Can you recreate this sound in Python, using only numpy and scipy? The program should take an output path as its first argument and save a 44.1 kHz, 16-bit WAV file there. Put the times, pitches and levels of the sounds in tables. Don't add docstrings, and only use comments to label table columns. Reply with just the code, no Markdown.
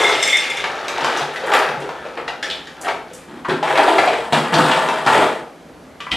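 import sys
import numpy as np
from scipy import signal
from scipy.fft import rfft, irfft
from scipy.io import wavfile
from scipy.ndimage import uniform_filter1d

SR = 44100
rng = np.random.default_rng(int(sys.argv[2]) if len(sys.argv) > 2 else 0)


def output_pcm(signal):
    pcm = np.clip(np.atleast_2d(signal).T, -1, 1) * 32767
    wavfile.write(sys.argv[1], SR, np.round(pcm).astype(np.int16))


N = 271656


def gain_of(db):
    return 10 ** (np.asarray(db) / 20)


def evened(x):
    return x / np.sqrt(np.mean(x ** 2) + 1e-20)


def read(points, hz):
    f, value = np.transpose(points)
    return np.interp(np.log(hz + 1), np.log(f + 1), value)


def add(mix, s, sound):
    part = mix[round(s * SR):][:len(sound)]
    part += sound[:len(part)]


def coloured(x, db):
    log_gain = np.log(gain_of(np.maximum(db, -100)))
    circle = np.r_[log_gain, log_gain[-2:0:-1]]
    taps = np.fft.ifft(np.exp(np.conj(signal.hilbert(circle)))).real
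    return signal.oaconvolve(x, taps)[:len(x)]


def clicks(count, per_s, spread_db):
    size = gain_of(spread_db * np.minimum(rng.exponential(1, count), 4))
    sign = rng.choice([-1., 1.], count)
    return size * sign * (rng.random(count) < per_s / SR)


def bowl():
    # (time [s], blow [dB], hardness = upper modes and tick against the blow [dB])
    clinks = [(0.0044, -10, -32), (0.0408, -3.5, -31), (0.1114, -8, -23), (0.225, -6.5, -2),
              (0.2728, -11.5, 0), (0.2944, -24, -19), (0.3285, 1, -26), (0.3444, -24, -40),
              (0.3674, -9, -3), (0.4985, -12, -9.5), (0.5676, -16.5, -6.5)]
    # (frequency [Hz], level [dB], t60 [s])
    modes = [(2003, -14, .2), (2040, -13, .2), (2108, -6, .15), (2143, 1.5, .18), (3470, -6, .16),
             (3521, -10, .18), (3568, -5, .16), (5215, -4.5, .15), (5615, -9, .1), (5850, -8, .09),
             (6045, -7, .1), (6503, -9, .07), (6708, -6, .1), (7375, -8, .07), (7615, -4, .1),
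             (8419, -10, .07), (8522, -8, .09), (9125, -11, .07), (9830, -15, .06), (10600, -18, .05),
             (11670, -16, .05)]
    # (time [s], level [dB])
    jostle_levels = [(0, -13.5), (.2, -24.5), (.3, -13.5), (.45, -28), (.6, -48), (.68, -72)]
    wander_hz = 15
    t, out = np.arange(SR // 3) / SR, np.zeros(N)
    hz, db, t60 = np.transpose(modes)[:, :, None]
    fall = gain_of(db - 60 * t / np.maximum(t60, .02))
    upper = hz > 4500
    places = rng.standard_normal((len(clinks), 2, len(modes), 1))
    ticks = rng.standard_normal((len(clinks), len(t)))
    for (s, blow_db, hard_db), (place, load), tick in zip(clinks, places, ticks):
        walk = np.cumsum(rng.standard_normal(fall.shape), axis=1)
        wander = uniform_filter1d(walk, size=64) * np.sqrt(2 * np.pi * wander_hz / SR)
        detuned_hz = hz * (1 + 0.003 * load)
        rings = fall * np.sin(2 * np.pi * detuned_hz * t + 3 * place + wander)
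        strengths = gain_of(upper * hard_db + 1.8 * place)
        ring = (strengths * rings).sum(0) * np.minimum(t / .004, 1)
        tick = np.diff(uniform_filter1d(tick, size=6), prepend=0)
        tick = tick * np.exp(-t / 0.012) * np.minimum(t / .003, 1) * gain_of(hard_db - 10)
        add(out, s, gain_of(blow_db) * (ring + tick))
    level = gain_of(np.interp(np.arange(SR) / SR, *np.transpose(jostle_levels)))
    rings = fall * gain_of(-3.5 * upper) * np.sin(2 * np.pi * hz * t)
    jostle = sum(signal.oaconvolve(clicks(SR, 450, 1.8), ring)[:SR] for ring in rings)
    grit = signal.lfilter(*signal.iirpeak(5000, .9, fs=SR), clicks(SR, 5000, 2.5))
    add(out, 0, level * (evened(jostle) + gain_of(-17) * evened(grit)))
    return out


def knocks():
    # (time [s], blow [dB], pitch [Hz],
    # hollowness = pitch / width [ratio], crack pitch [Hz], crack against the blow [dB])
    blows = [(0.641, -11, 990, 1.6, 2200, -3), (0.883, -14.5, 3370, 0.89, 1210, -6),
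             (0.983, -14.5, 776, 3.4, 2600, -14), (1.046, -8, 1200, 0.45, 6200, -19),
             (1.172, -22, 755, 3.4, 5640, 2.5), (1.21, -15, 695, 3.5, 3160, -4.5),
             (1.36, -18, 1880, 1.7, 3460, -6), (1.438, -16.5, 610, 1.6, 2800, -12),
             (1.518, -14, 856, 4.5, 2900, -5), (1.538, -3.5, 1310, 0.71, 4700, -30),
             (1.624, -16, 790, 2.7, 2480, -1.5), (1.689, -14, 764, 0.41, 2410, -4.5),
             (1.819, -20, 437, 2.3, 2560, -8), (1.892, -16, 890, 0.79, 3370, -30),
             (2.054, -19, 500, 0.52, 2500, -18), (2.174, -21, 715, 1.35, 1950, 2.5),
             (2.184, -22, 510, 3, 1600, -8), (2.279, -12.5, 1580, 2.7, 2640, -4),
             (2.286, -15.5, 675, 1.6, 1520, -23), (2.428, -13, 1790, 4.3, 3700, -3.5),
             (2.449, -38, 1720, 3.5, 3870, -22), (2.501, -17.5, 3700, 2.2, 3080, -1),
             (2.511, -14.5, 3400, 4.7, 5300, -22), (2.522, -31, 3430, 4.7, 2800, -21),
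             (2.671, -29.5, 1720, 3, 3350, 0), (2.846, -22, 723, 6.8, 1990, -1),
             (2.883, -10.5, 766, 2.4, 2100, -6), (3.11, -36, 513, 17, 2840, -6.5),
             (3.448, -19.5, 1000, 2.5, 1420, -3), (3.454, -20.5, 1030, 2.1, 1490, -5),
             (3.491, -14.5, 402, 1.45, 1500, -6), (3.497, -17, 3770, 4.5, 1480, 2),
             (3.628, -8.5, 803, 3.6, 2630, -10.5), (3.674, -14.5, 840, 3.2, 1400, 0),
             (3.756, -5.5, 774, 0.78, 2030, -10), (3.782, -8.5, 670, 6.2, 2680, -5),
             (3.791, -8.5, 680, 2.8, 1880, -2), (3.878, -8.5, 700, 3.2, 1500, -3),
             (3.983, -6, 690, 2.3, 1740, 0.5), (4.035, -11.5, 680, 1.4, 1690, -2.5),
             (4.075, -8.5, 732, 5.7, 2320, -3.5), (4.131, -21, 764, 2.5, 1900, 7),
             (4.331, -6.5, 684, 1.5, 3020, -4.5), (4.54, -17, 970, 0.52, 3300, 7.5),
             (4.714, -14, 830, 3.4, 2510, 5.5), (4.888, -7.5, 660, 0.41, 2670, -23),
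             (5.072, -9.5, 1180, 5, 2920, -3.5), (5.151, -6, 740, 0.92, 2600, -11),
             (6.004, -24.5, 1100, 2, 2670, 2.5), (6.067, -21, 1000, 1.8, 1580, -5),
             (6.113, -22, 2760, 1.7, 3380, -13), (6.117, -9, 3000, 2.6, 2470, -4),
             (6.127, -22, 2200, 2.4, 3230, -13)]
    rise_s = .0017
    decay_s = 0.0041
    out, t = np.zeros(N), np.arange(4000) / SR
    noise = rng.standard_normal((len(blows), 2, len(t)))
    noise[:, 0, round(rise_s * SR)] = 2.7
    for (s, blow_db, hz, hollow, crack_hz, crack_db), contacts in zip(blows, noise):
        slow = t / [[1], [2]]
        struck, chips = contacts * np.exp(-slow / decay_s) * np.minimum(slow / rise_s, 1)
        cavity = signal.iirpeak(hz, np.clip(hollow, .5, 12), fs=SR)
        edge = signal.iirpeak(crack_hz, 1.3, fs=SR)
        tone = signal.lfilter(*cavity, signal.lfilter(*cavity, struck))
        crack = signal.lfilter(*edge, signal.lfilter(*edge, chips))
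        knock = tone / abs(tone).max() + gain_of(crack_db) * crack / abs(crack).max()
        add(out, s - rise_s, gain_of(blow_db) * knock)
    return out


def impacts(per_s, spread_db, cycles, ring_db):
    out, t = np.zeros(N), np.arange(2048) / SR
    scratches = rng.standard_normal((24, len(t))) * np.exp(-t / .003)
    pitches = np.geomspace(300, 5500, num=24) * rng.uniform(0.92, 1.047, 24)
    for hz, scratch in zip(pitches, scratches):
        tone = gain_of(ring_db) * hz / SR * np.sin(2 * np.pi * hz * t) * np.exp(-t * hz / cycles)
        grain = tone + scratch / np.linalg.norm(scratch) / 24
        out += signal.oaconvolve(clicks(N, per_s / 24, spread_db), grain)[:N]
    return out


def lumps(per_s, depth_db):
    return gain_of(depth_db * evened(uniform_filter1d(rng.standard_normal(N), round(SR / per_s))))


def rattle(body, modes, drive):
    hz = np.fft.rfftfreq(4096, 1 / SR)
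    resonances_db = sum(db / (1 + (2 * (hz - f) / width) ** 2) for f, width, db in modes)
    colour_db = read(body, hz) + resonances_db
    under_low, under_high = 1 / (1 + (hz / 300) ** 6), 1 / (1 + (hz / 2500) ** 6)
    middle = under_high - under_low
    bass = under_low / (1 + (125 / (hz + 1)) ** 8)
    treble = 1 - under_high
    drive_power = signal.welch(drive, nperseg=4096)[1]
    colour_db -= 10 * np.log10(uniform_filter1d(drive_power, size=41))
    colour_db -= colour_db.max()
    shares = middle, bass, treble
    return [evened(coloured(drive, colour_db + 10 * np.log10(share + 1e-9))) for share in shares]


def in_hand(middle, bass, grit):
    # (time [s], level [dB])
    levels = [(0, -10), (.1, -14.5), (.2, -21), (.3, -26), (.62, -25), (.93, -24.5), (1.03, -17.5),
              (1.2, -18.5), (1.29, -28.5), (1.43, -26), (1.5, -15.5), (1.545, -9.5), (1.68, -19),
              (1.8, -30.5), (2.1, -34), (2.4, -52), (2.7, -44), (2.82, -35), (2.89, -16.5), (2.97, -38.5),
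              (3.25, -48)]
    # (time [s], level [dB])
    bass_levels = [(0, -33.5), (.25, -44), (.65, -43), (.95, -47), (1.1, -73), (1.43, -41), (1.7, -32.5),
                   (2, -77), (2.9, -57.5), (3.25, -66)]
    # (time [s], level against the middle [dB])
    grit_levels = [(0, -7), (.3, 6), (.6, 1), (.7, -5.5), (1.2, -3.5), (1.7, -10.5), (2.6, 1.5), (2.9, -10),
                   (3.25, 2)]
    t = np.arange(N) / SR
    level = gain_of(np.interp(t, *np.transpose(levels), right=-120))
    weight = gain_of(np.interp(t, *np.transpose(bass_levels), right=-120))
    grit_share = gain_of(np.interp(t, *np.transpose(grit_levels)))
    return level * (middle + grit_share * grit) + weight * bass


def jerks(rows, middle, bass, grit):
    grab_s, release_db_per_s = 0.0039, 153
    t, power = np.arange(SR) / SR, np.zeros((3, N))
    for s, level_db, length, sag_db_per_s, weight_db, grit_db in rows:
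        sag_db = sag_db_per_s * np.minimum(t, length)
        release_db = release_db_per_s * np.maximum(t - length, 0)
        jerk = np.minimum(t / grab_s, 1) * gain_of(level_db - sag_db - release_db)
        for band, share_db in zip(power, (0, weight_db, grit_db)):
            add(band, s, (gain_of(share_db) * jerk) ** 2)
    return (np.sqrt(power) * [middle, bass, grit]).sum(0)


def groans():
    # (start [s], length [s], level [dB], pitch [Hz])
    rows = [(3.769, 0.23, -31, 346), (4.0, 0.14, -27, 482), (4.558, 0.051, -25, 306),
            (5.1, 0.185, -25, 453), (5.157, 0.11, -22.5, 322)]
    width_hz, fade_s = 30, 0.02
    out, t = np.zeros(N), np.arange(SR // 2) / SR
    for (s, length, db, hz), noise in zip(rows, rng.standard_normal((len(rows), len(t)))):
        tone = evened(signal.lfilter(*signal.iirpeak(hz, hz / width_hz, fs=SR), noise))
        fade = np.clip(np.minimum(t, length + fade_s - t) / fade_s, 0, 1)
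        add(out, s, gain_of(db) * fade * tone)
    return out


def brushes():
    # (time [s], level [dB], pitch [Hz])
    rows = [(1.332, -40.5, 8500), (1.46, -35.5, 8000), (1.533, -27, 9200), (1.794, -42, 7500),
            (2.808, -30.5, 7600), (3.13, -33.5, 7660)]
    rise_s, fall_s = 0.007, 0.034
    out, t = np.zeros(N), np.arange(SR // 4) / SR
    for (s, db, hz), noise in zip(rows, rng.standard_normal((len(rows), len(t)))):
        band = signal.iirpeak(hz, 1.4, fs=SR)
        grains = noise * clicks(len(t), 4800, 1.7)
        hiss = evened(signal.lfilter(*band, signal.lfilter(*band, grains)))
        swell = np.minimum(t / rise_s, 1) * np.exp(-t / fall_s)
        add(out, s, gain_of(db) * swell * hiss)
    return out


def thumps():
    # (time [s], level [dB], pitch [Hz])
    rows = [(1.017, -34, 142), (1.212, -31, 146), (1.689, -37, 143.5), (1.77, -30, 143),
            (3.491, -32, 162.4), (4.324, -18, 152.3), (4.532, -16, 157.7), (4.598, -16.5, 156.3),
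            (4.85, -30, 158.6), (5.072, -28, 148), (6.112, -31, 61.6)]
    rise_s, t60_s = 0.011, 0.49
    out, t = np.zeros(N), np.arange(SR // 2) / SR
    for s, db, hz in rows:
        envelope = np.minimum(t / rise_s, 1) * gain_of(db - 60 * t / t60_s)
        add(out, s, envelope * np.sin(2 * np.pi * hz * t))
    return out


def kitchen(x, apart_db):
    # (frequency [Hz], t60 [s])
    decay = [(150, 0.34), (400, 0.67), (1000, 0.46), (2800, 0.4), (7300, 0.39), (13000, 0.42)]
    out, turn = np.zeros((2, N)), 2 * np.pi * 0.8966 * np.arange(N) / SR
    for k in range(3):
        taps = np.zeros((2, SR))
        at = np.arange(200, SR - 20, 20) + rng.integers(0, 20, (2, (SR - 201) // 20))
        np.put_along_axis(taps, at, rng.choice([-1., 1.], at.shape), 1)
        hz, t, z = signal.stft(taps, SR, nperseg=256)
        z[1] *= gain_of(apart_db + 1.8 * np.log2(hz / 1000 + 0.067))[:, None]
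        fall = gain_of(-60 * t / read(decay, hz)[:, None])
        mid, side = signal.istft(z * fall, SR, nperseg=256)[1]
        tail = np.array([mid + side, mid - side]) / np.linalg.norm(mid)
        share = np.sqrt(2 / 3) * np.cos(turn + 2 * np.pi * k / 3)
        out += signal.fftconvolve((share * x)[None], tail, axes=1)[:, :N]
    return out


def hum():
    # (frequency [Hz], relative level per Hz [dB])
    spectrum = [(25, -42), (49, -18), (69, -5.5), (118, -20), (167, 0.5), (201, -12), (249, 0), (372, -8.5),
                (410, -6), (950, -11.5), (1340, -15.5), (14900, -38.5)]
    # (frequency [Hz], correlation [0 to 1])
    likeness = [(60, 1), (240, 0.94), (930, 0.83), (3660, 0.92), (14400, 0.86)]
    frames, hz = N // 512 + 5, np.fft.rfftfreq(2048, 1 / SR)
    a, b, c, d, patches = rng.standard_normal((frames, 1025, 5)).T
    patches = uniform_filter1d(patches, size=16, axis=0)
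    patches = evened(uniform_filter1d(patches, size=8, axis=1))
    same = np.clip(read(likeness, hz), -1, 1)[:, None]
    left = a + 1j * b
    right = same * left + np.sqrt(1 - same ** 2) * (c + 1j * d)
    z = np.array([left, right]) * gain_of(read(spectrum, hz)[:, None] + 1.3 * patches)
    return gain_of(-41.5) * evened(signal.istft(z, nperseg=2048, noverlap=1536)[1][:, :N])


def scene():
    # (frequency [Hz], relative level per Hz [dB])
    bin_body = [(80, -21), (135, -17), (192, -2), (431, 2.5), (777, -5), (1030, -16), (1340, 10.5),
                (8790, -30.5), (11200, -37), (14900, -46)]
    shelf_body = [(80, -22.5), (151, -16.5), (205, -11), (362, -1), (585, -9.5), (697, -1.5), (3290, -14),
                  (6060, -33), (8060, -29), (13300, -46), (14900, -28.5)]
    # (frequency [Hz], width [Hz], level [dB])
    bin_modes = [(131, 26, 15.5), (632, 22, 3), (949, 480, 18.5), (1405, 390, -8), (3660, 400, 3)]
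    shelf_modes = [(155.4, 17, 8.5), (368, 8.3, 2.5), (480.5, 27, 5.5), (630, 33, 3.5)]
    # (start [s], level [dB], length [s],
    # sag [dB/s], bass against the level [dB], treble against the level [dB])
    slips = [(2.168, -28, 0.018, 65, -26, -30), (2.274, -30, 0.02, 130, -25, -19),
             (2.425, -27.5, 0.021, 24.8, -49, -1.5), (2.498, -29, 0.022, 77, -38, -1.5)]
    shoves = [(3.276, -38, 0.11, -8, 3.5, -9), (3.483, -16, 0.016, 100, 1.5, -10.5),
              (3.624, -21, 0.11, -72, -14, -10), (3.772, -7.5, 0.017, 102, -39, -11.5),
              (3.826, -12, 0.17, 33, -43, -7.5), (3.971, -15, 0.43, 40.5, -8, -8),
              (4.322, -10.5, 0.175, 85, -4.5, -7), (4.45, -21, 0.043, -31, -5, -13.5),
              (4.52, -8.5, 0.095, 19, -3, -8.5), (4.636, -11, 0.47, 27, -9.5, -8),
              (5.061, -10.5, 0.18, -2, -8, -9), (6.116, -20, .05, 100, -1.5, -8)]
    # (frequency [Hz], left minus right [dB])
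    left_lean = [(60, 0), (150, -.6), (300, -.8), (500, 1.1), (1000, 1.7), (2300, 1.6), (4500, .2),
                 (12000, 0)]
    glass, hits = gain_of(-6.5) * bowl(), gain_of(1.5) * knocks()
    cubes = rattle(bin_body, bin_modes, impacts(3200, 3.8, cycles=2.6, ring_db=-9.5))
    friction = impacts(2300, 1.4, cycles=3.2, ring_db=-10.0) * lumps(per_s=80, depth_db=1.8)
    scrape = rattle(shelf_body, shelf_modes, friction)
    sliding = in_hand(*cubes) + jerks(slips, *cubes) + jerks(shoves, *scrape) + brushes() + groans()
    direct = glass + hits + gain_of(-3.0) * sliding
    walls = gain_of(-3.0) * glass + gain_of(2.2) * hits + gain_of(-4.5) * sliding
    near = direct + thumps() + kitchen(walls, apart_db=-16.0)
    lean_db = read(left_lean, np.fft.rfftfreq(N, 1 / SR)) / 2
    return irfft(rfft(near) * gain_of([lean_db, -lean_db]), N) + hum()


def record(dry):
    # (frequency [Hz], gain [dB])
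    response = [(100, -0.5), (12000, -2), (13500, -7), (15000, -31)]
    edge_hz = 15000
    colour_db = read(response, np.fft.rfftfreq(4096, 1 / SR))
    heard = np.array([coloured(channel, colour_db) for channel in dry])
    held = np.tanh(heard / 1.251) * 1.354
    band_limit = signal.firwin(511, edge_hz, window=("kaiser", 9), fs=SR)
    return signal.oaconvolve(held, band_limit[None], "same")


dry = scene()
out = record(dry)
output_pcm(out)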